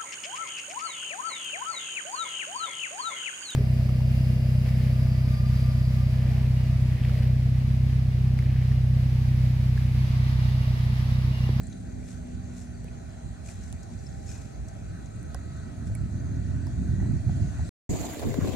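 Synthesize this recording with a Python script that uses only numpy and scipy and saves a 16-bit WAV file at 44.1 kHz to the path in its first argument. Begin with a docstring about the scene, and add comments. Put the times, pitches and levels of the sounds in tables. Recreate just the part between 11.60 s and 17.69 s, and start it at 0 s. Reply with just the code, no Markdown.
"""A wet road at night

A car approaches from far off, its low rumble swelling under the roar and hiss of its tyres.
Close by, someone in a rain jacket clears a flooded gutter by hand: sleeves swish, drops splash,
trapped bubbles ping and air pockets plop. Behind it all, a distant engine hum sinks away,
a thin whine hangs in the air and far traffic murmurs."""
import sys
import numpy as np
from scipy import signal
from scipy.fft import rfft, irfft, next_fast_len
from scipy.io import wavfile
from scipy.ndimage import uniform_filter1d, map_coordinates

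SR = 44100
rng = np.random.default_rng(int(sys.argv[2]) if len(sys.argv) > 2 else 0)


def to_wav(sig):
    """Store sig (one row per channel, or 1-D mono) as 16-bit WAV at the path in sys.argv[1].

    Samples outside -1..1 are clipped; the rate is SR.
    """
    pcm = np.clip(np.atleast_2d(sig), -1, 1) * 32767
    pcm = np.round(pcm).astype(np.int16)
    wavfile.write(sys.argv[1], SR, pcm.T)  # frames by channels


N = 268683
TIME = np.arange(N) / SR  # seconds


# how the car's rumble swells: (time [s], relative level [dB])
RUMBLE_LEVELS = [(4.0, -39), (4.08, -34.5), (4.25, -32.5), (4.55, -28.5), (4.78, -28.5), (4.88, -31),
                 (4.95, -26.5), (5.03, -28.5), (5.15, -31), (5.2, -22.5), (5.27, -23), (5.4, -23.5),
                 (5.56, -17), (5.61, -32), (5.68, -22), (5.81, -20.5), (5.89, -32), (5.97, -28)]
# the deep rumble, from low to high: (frequency [Hz], relative level [dB])
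RUMBLE_SPECTRUM = [(20, -42), (35, -13.5), (60, 3.5), (90, 7), (130, 3.5), (200, -9.5), (300, -16),
                   (400, -26.5), (500, -79), (700, -39.5)]
# the higher growl: (time [s], level against the deep rumble [dB])
GROWL_LEVELS = [(3.8, -14), (4.15, -10), (5.4, -11), (5.7, -20)]

def car_rumble(emerged_s=3.57, climb_db_per_s=5.5):
    """The car's uneven rumble climbs out of the distance; its higher growl gives way near the end."""
    emerging_db = climb_db_per_s * np.minimum(TIME - emerged_s, 0)
    deep = unit(rush(RUMBLE_SPECTRUM, patchy_db=0.2) * amp(2 * wobble(30)))
    growl = amp(curve(GROWL_LEVELS)) * band_noise(hz=195, width=0.41, t=TIME)
    return amp(curve(RUMBLE_LEVELS) + emerging_db - 1) * (deep + growl)


# the tyres' roar and their spray: (frequency [Hz], relative level [dB])
ROAR_SPECTRUM = [(650, -0.5), (900, -11.5), (1200, -8), (1550, -12.5), (1950, -6), (2250, -70), (3000, -61),
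                 (4200, -20.5)]
SPRAY_SPECTRUM = [(2400, 3), (3300, 0.5), (4100, -1.5), (4600, -6), (5100, -5.5), (6400, 4), (8000, 1.5),
                  (9500, -4.5), (11000, -11), (12500, -17.5), (15000, -24.5)]

def tyres(arrives_s=7.95, far_hiss_db=-60.5):
    """Tyres roar and throw spray as the car nears; the spray outgrows the steady hiss of far traffic."""
    # at a steady speed, half the time left means half the distance
    doublings = np.log2(arrives_s - TIME)
    roar = amp(-51 - 3.09 * doublings) * rush(ROAR_SPECTRUM, patchy_db=2)
    spray_gain = np.hypot(amp(far_hiss_db), amp(-43 - 15.5 * doublings))
    return roar + spray_gain * rush(SPRAY_SPECTRUM, patchy_db=2)


def tread_song(hz=1292, peak_s=3.85, fall_db_per_s=7.5):
    """The tyre tread sings a fuzzy note that swells and fades."""
    db = -64.5 - fall_db_per_s * np.abs(TIME - peak_s) + 2 * wobble(25.3)
    return amp(db) * tone(hz * (1 + 0.0175 * wobble(120)))


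def bass_swell():
    """The deepest bass swells briefly before the car's rumble takes over."""
    return amp(-42) * hump(peak_s=3.17, half_s=0.25) * band_noise(hz=58, width=0.11, t=TIME)


# sweeps of sleeve and glove: (time [s], half length [s], level [dB])
ARM_SWEEPS = [(0.504, 0.057, -56.5), (0.995, 0.043, -55.5), (1.898, 0.037, -51.5), (2.051, 0.066, -58.5),
              (2.444, 0.15, -63), (2.712, 0.039, -54), (2.797, 0.099, -59.5), (4.277, 0.012, -57)]
# their swish: (frequency [Hz], relative level [dB])
SWISH_SPECTRUM = [(1500, 4.5), (2500, -1), (3300, -1), (4500, -1.5), (5500, 4), (7500, 8.5), (9500, -2),
                  (12000, -9), (15000, -39)]

def sweeps(grain_db=2.5):
    """Each sweep of the arm swells and fades as a broad, grainy swish."""
    strokes = sum(amp(db) * hump(s, half_s) for s, half_s, db in ARM_SWEEPS)
    cloth = rush(SWISH_SPECTRUM, patchy_db=0.5)
    return strokes * unit(cloth * amp(grain_db * wobble(250)))


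def spatter(drops_per_sweep=45, centre_hz=7200, octaves=0.48):
    """Each sweep through the water throws crackling droplets, thickest in mid-stroke."""
    out, t = np.zeros((2, N)), TIME[:SR // 100]
    for s, half_s, db in ARM_SWEEPS:
        for when, pitch, size, pan in rng.standard_normal((drops_per_sweep, 4)):
            ring = sine(centre_hz * 2 ** (octaves * np.tanh(pitch)), t)
            drop = amp(db - 4.5 + 4 * size) * fade(t, 0.006) * ring
            add(out, s + half_s * when, drop * np.exp(-when ** 2 / 4), pan_db=3 * pan)
    return out


# squirts of water: (time [s], relative level [dB], fade time [s])
WATER_SQUIRTS = [(2.66, -43.5, 0.46)]
# the notes of the gap under the glove: (pitch [Hz], width [Hz], relative level [dB])
GAP_NOTES = [(2525, 200, -3.5), (5300, 350, 0), (6150, 300, 0), (6700, 250, 0), (7600, 220, 0)]

def squirts(attack_s=0.045, sag_per_s=0.11):
    """Water pressed from under the glove sputters through a gap whose notes sink as it opens."""
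    out = np.zeros((2, N))
    for s, db, fade_s in WATER_SQUIRTS:
        age = np.maximum(TIME - s, 0)
        sag = 1 / (1 + sag_per_s * age)
        jet = sum(amp(level) * wobble(width) * tone(hz * sag + width / 2 * wobble(width))
                  for hz, width, level in GAP_NOTES)
        out += amp(db) * rise(age, attack_s) * fade(age, fade_s) * unit(jet)
    return out


# fingers, then palm, hit the kerb: (time [s], relative level [dB])
HAND_KNOCKS = [(3.7457, -35), (3.7483, -32.5)]
# the notes in each knock: (pitch [Hz], relative level [dB], fade time [s])
KNOCK_NOTES = [(552, -3, 0.064), (740, -1, 0.016), (1030, -6.5, 0.023), (1500, 0.5, 0.011)]

def knocks(thud_hz=76):
    """The gloved hand meets the kerb with a hollow knock over a soft thud."""
    out, t = np.zeros((2, N)), TIME[:SR // 5]
    ring = sum((-1) ** k * amp(level) * fade(t, fade_s) * sine(hz, t)
               for k, (hz, level, fade_s) in enumerate(KNOCK_NOTES))
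    thud = amp(2) * rise(t, 0.0042) * fade(t, 0.18) * sine(thud_hz, t)
    for s, db in HAND_KNOCKS:
        add(out, s, amp(db) * (rise(t, 0.00071) * ring + thud))
    return out


# plops of water and mud: (time [s], relative level [dB], pitch [Hz])
MUD_PLOPS = [(1.245, -42, 455), (2.128, -46, 755), (4.299, -43.5, 490), (5.07, -41, 950), (5.401, -45, 860),
             (5.426, -43, 784), (5.456, -46, 900), (5.694, -35, 730), (5.994, -39.5, 800)]
# the notes of an air pocket: (pitch [times the plop's], relative level [dB], fade time [cycles])
POCKET_NOTES = [(.76, -10.5, 10), (1, 2, 16), (1.25, -5, 11), (1.6, 2, 3.5), (2.12, -11.5, 16)]

def plops():
    """Pockets of air collapse under the glove with a short hollow knock."""
    out, t = np.zeros((2, N)), TIME[:SR // 10]
    for s, db, hz in MUD_PLOPS:
        ring = sum((-1) ** k * amp(level) * fade(t, cycles / (hz * ratio)) * sine(hz * ratio, t)
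                   for k, (ratio, level, cycles) in enumerate(POCKET_NOTES))
        add(out, s, amp(db) * rise(t, 0.00012) * ring)
    return out


# drips from the gloves: (time [s], relative level [dB], splash pitch [Hz], half width [share of pitch])
GLOVE_DRIPS = [(.032, -41.5, 7600, 0.13), (.068, -39.5, 7660, .09), (0.097, -44, 6500, .06),
               (0.1242, -40, 4000, 0.12), (0.126, -41, 6400, 0.092), (2.032, -43, 6340, .12),
               (2.23, -40, 6700, 0.19), (2.489, -44.5, 6650, .1), (3.083, -38, 7000, .16),
               (3.458, -42, 6700, 0.11), (4.758, -46, 6300, 0.065), (5.068, -43.5, 4960, 0.074)]

def drips(splash_db=-7, click_db=-14):
    """A drop lands with a faint click, then fizzes as tiny bubbles burst together."""
    out, t = np.zeros((2, N)), TIME[:SR // 10]
    shape = rise(t, 0.001) * fade(t, 0.04)
    for s, db, hz, width in GLOVE_DRIPS:
        add(out, s, amp(db + splash_db) * shape * band_noise(hz, width, t))
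    return out + clicks([(s, db + click_db, hz) for s, db, hz, _ in GLOVE_DRIPS])


# drops that ping in the puddle: (time [s], level [dB], pitch [Hz], fade time [s])
PUDDLE_PINGS = [(.43, -50, 2340, .025), (1.2827, -46.5, 2490, 0.029), (1.887, -41, 2410, 0.022),
                (2.391, -49, 5840, .03), (2.467, -41, 5260, 0.032), (4.3528, -42.5, 2250, 0.03)]

def bubble_pings(glide_per_s=1.0):
    """A drop traps a bubble that rings briefly, its pitch creeping up."""
    out, t = np.zeros((2, N)), TIME[:SR // 20]
    for s, db, hz, fade_s in PUDDLE_PINGS:
        ring = sine(hz * (1 + glide_per_s * t / 2), t)
        add(out, s, amp(db) * rise(t, 0.00027) * fade(t, fade_s) * ring)
    return out


# ticks of grit: (time [s], relative level [dB], lowest frequency [Hz])
GRIT_TICKS = [(1.244, -52.5, 5120), (2.1266, -46.5, 3000), (3.083, -56, 5500), (3.63, -54, 7000),
              (3.7455, -42, 3480), (4.3512, -41, 7260), (5.068, -52, 6700)]

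def grit(left_db=10.5, right_db=15.5):
    """Bits of grit tick against the kerb, a little to the right, as the hands scoop."""
    return amp([[left_db], [right_db]]) * clicks(GRIT_TICKS)


# the click of a drop or of grit: (frequency [Hz], boost or cut [dB])
CLICK_SPECTRUM = [(1000, 9), (3000, 6.5), (5000, 5.5), (6500, 6), (9500, 6.5), (12500, -5), (16000, -16)]

def clicks(rows):
    """Tiny hits make short bright cracks, scattered differently to each microphone."""
    out, t = np.zeros((2, N)), TIME[:SR // 10]
    shape = np.sqrt(rise(t, 0.001)) * fade(t, 0.006)
    for s, db, low_hz in rows:
        crack = amp(db) * shape * rng.standard_normal((2, len(t)))
        highpass = signal.butter(4, low_hz, "highpass", fs=SR, output="sos")
        add(out, s, signal.sosfilt(highpass, crack))
    return filtered(out, lambda hz: colour(CLICK_SPECTRUM, hz))


def patter(count=110, centre_hz=6800):
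    """Tiny stray droplets fall around the hands, pitched within half an octave of the centre."""
    out, t = np.zeros((2, N)), TIME[:SR // 50]
    for s, (pitch, size, pan) in zip(rng.uniform(0, N / SR, count), rng.standard_normal((count, 3))):
        ring = sine(centre_hz * 2 ** (np.tanh(pitch) / 2), t)
        add(out, s, amp(-56 + 2.5 * size) * fade(t, 0.01) * ring, pan_db=3 * pan)
    return out


# the notes in the engine's hum: (pitch [times the firing rate], relative level [dB])
ENGINE_NOTES = [(2, -10), (3, -5), (4, -2.5)]

def far_engine(start_hz=63.1, sag_hz_per_s=2.4, peak_s=0.86, rise_db_per_s=4, fade_db_per_s=8.5):
    """A far engine swells, slows and fades; only its low notes carry."""
    firing_hz = (start_hz - sag_hz_per_s * TIME) * (1 + 0.0013 * wobble(13))
    below_peak_db = np.maximum(rise_db_per_s * (peak_s - TIME), fade_db_per_s * (TIME - peak_s))
    hum = sum(amp(db + 0.53 * wobble(7.7)) * tone(k * firing_hz) for k, db in ENGINE_NOTES)
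    return amp(-42.5 - below_peak_db) * hum


# how loud the whine is: (time [s], level [dB])
WHINE_LEVELS = [(0, -64), (.8, -61.5), (1.08, -74), (1.4, -61.5), (2.25, -61.5), (2.76, -56.5),
                (3.05, -64.5), (4.6, -67)]

def far_whine(hz=791):
    """A thin, wavering whine comes and goes."""
    db = curve(WHINE_LEVELS) + 2.4 * wobble(12)
    return amp(db) * tone(hz * (1 + 0.006 * wobble(50)))


# how loud the far traffic is: (time [s], level [dB])
TRAFFIC_LEVELS = [(.5, -37.5), (1.6, -39.5), (3.1, -38.5)]
# its murmur: (frequency [Hz], relative level [dB])
TRAFFIC_SPECTRUM = [(20, -52), (32, -22), (55, 4.5), (100, 0.5), (200, -8), (320, -15.5), (480, -19.5),
                    (660, -28.5), (900, -41.5), (1500, -44.5), (2000, -35.5), (2600, -43.5), (4000, -62)]

def far_traffic():
    """Distant cars blend into a low, nearly steady murmur."""
    return amp(curve(TRAFFIC_LEVELS)) * rush(TRAFFIC_SPECTRUM, patchy_db=1.4)


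# narrow bands that stand out in the road noise: (frequency [Hz], half width [Hz], boost [dB])
ROAD_PEAKS = [(646, 19, 4), (1506, 59, 8.5), (4052, 79, 8), (4560, 55, 10.5), (6360, 65, 5.5)]
# how far the left side's wave runs ahead of the right's: (frequency [Hz], lead [radians])
LEFT_LEAD = [(40, -1.1), (150, -0.7), (270, 0.6), (500, 2.9), (700, 6.1), (800, 8.6), (900, 7.5),
             (1150, 9.0), (1300, 11.3), (1500, 12.3), (1750, 11.4), (2450, 12.0), (2750, 9.7), (3400, 9.8),
             (4100, 12.8), (6500, 12.1)]

def road():
    """Sound from along the road reaches the two microphones out of step."""
    noise = filtered(far_traffic() + car_rumble() + tyres(), lambda hz: bells(ROAD_PEAKS, hz))
    mix = noise + bass_swell() + far_engine() + far_whine() + tread_song()
    return filtered(mix, lambda hz: np.exp(1j * np.outer([0.5, -0.5], along(LEFT_LEAD, hz))))


# how much louder the left side is than the right: (frequency [Hz], difference [dB])
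LEFT_BALANCE = [(60, -3), (130, -3.5), (220, 0.3), (800, 0), (1500, -0.6), (3000, 0), (4500, 1.5),
                (6400, 7), (8000, 5), (9500, -7.5), (12000, -1.5)]
# a dip on both sides: (frequency [Hz], half width [Hz], level change [dB])
MICROPHONE_DIP = [(3040, 84, -5.5)]

def microphones(x):
    """The two microphones share a narrow dip and differ in level."""
    def response(hz):
        sides = amp(np.outer([0.5, -0.5], along(LEFT_BALANCE, hz)))
        return bells(MICROPHONE_DIP, hz) * sides / np.sqrt(np.mean(sides ** 2, axis=0))
    return filtered(x, response)


# how alike left and right sound: (frequency [Hz], likeness [0 to 1])
STEREO_LIKENESS = [(30, 1), (100, 0.82), (330, 0.81), (500, 0.81), (700, 0.52), (1100, 0.7), (2400, 0.86),
                   (3500, 0.25), (10000, 0.034)]

def rush(spectrum, patchy_db):
    """Stereo noise with random louder and softer patches, centred in the bass and wide in the treble."""
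    bands = signal.stft(rng.standard_normal((2, N)), nperseg=512)[2]
    patches = uniform_filter1d(rng.standard_normal(bands.shape[1:]), size=6, axis=0)  # across pitch
    patches = uniform_filter1d(patches, size=14, axis=1)  # across time
    pair = signal.istft(bands * amp(patchy_db * unit(patches)), nperseg=512)[1][:, :N]
    def response(hz):
        spread = np.arccos(along(STEREO_LIKENESS, hz)) / 2
        return colour(spectrum, hz) * [np.cos(spread), np.sin(spread)]
    mid, side = filtered(pair, response)
    return unit(np.array([mid + side, mid - side]))


def band_noise(hz, width, t):
    """Noise around hz; width is the band's half width as a share of hz."""
    f = np.fft.rfftfreq(len(t), 1 / SR)
    white = rfft(rng.standard_normal(len(t)))
    return unit(irfft(white / (1 + ((f - hz) / (width * hz)) ** 2), len(t)))


def tone(hz):
    """A pure note of average strength (rms) 1 that follows a changing pitch."""
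    return np.sqrt(2) * np.sin(2 * np.pi * np.cumsum(hz) / SR + rng.uniform(0, 2 * np.pi))


def sine(hz, t):
    """A plain wave that starts from zero."""
    return np.sin(2 * np.pi * hz * t)


def rise(t, attack_s):
    """A soft start, about two thirds of the way up after attack_s."""
    return 1 - np.exp(-t / attack_s)


def fade(t, fade_s):
    """A dying away that loses 60 dB in the fade time."""
    return amp(-60 * t / fade_s)


def hump(peak_s, half_s):
    """A smooth swell up to 1 and back down."""
    return np.exp(-((TIME - peak_s) / half_s) ** 2 / 2)


def wobble(rate):
    """A smooth random curve through rate points a second."""
    return map_coordinates(rng.standard_normal(int(N * rate / SR) + 4), [TIME * rate])


def curve(points):
    """Join (time, value) points with straight lines."""
    return np.interp(TIME, *np.transpose(points))


def along(points, hz):
    """Join (frequency, value) points, with octaves evenly spaced."""
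    f, values = np.transpose(points)
    return np.interp(np.log(hz + 1), np.log(f + 1), values)


def colour(spectrum, hz):
    """The gain of a spectrum at hz, falling steeply beyond its ends."""
    rolloff = np.minimum(hz / spectrum[0][0], 1) * np.minimum(spectrum[-1][0] / (hz + 1), 1)
    return amp(along(spectrum, hz)) * rolloff ** 4


def bells(rows, hz):
    """The gain of narrow peaks or dips at hz."""
    return amp(sum(db / (1 + ((hz - centre) / width) ** 2) for centre, width, db in rows))


def filtered(x, response):
    """Scale and shift each frequency in x by response(hz)."""
    size = next_fast_len(N + SR // 2)
    return irfft(rfft(x, size) * response(np.fft.rfftfreq(size, 1 / SR)), size)[..., :N]


def amp(db):
    """Turn decibels into a gain to multiply by."""
    return 10 ** (np.asarray(db) / 20)


def unit(x):
    """Scale x to an average strength (rms) of 1."""
    return x / np.sqrt(np.mean(x ** 2) + 1e-20)


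def add(track, s, sound, pan_db=0):
    """Mix a short sound into a stereo track at time s; positive pan_db moves it left."""
    part = track[:, max(round(s * SR), 0):][:, :sound.shape[-1]]
    part += amp([[pan_db / 2], [-pan_db / 2]]) * sound[..., :part.shape[1]]


def scene():
    """The road, and the work at the gutter straight ahead."""
    street = road()
    hands = sweeps() + spatter() + squirts() + knocks() + plops() + grit()
    drops = drips() + bubble_pings() + patter()
    return microphones(street + hands + drops)


def record(dry, low_cut_hz=40, top_hz=15700):
    """Turn down the deepest bass and remove the highest treble."""
    return filtered(dry, lambda hz: (hz < top_hz) / np.sqrt(1 + (low_cut_hz / (hz + 1)) ** 10))


dry = scene()
out = record(dry)
to_wav(out)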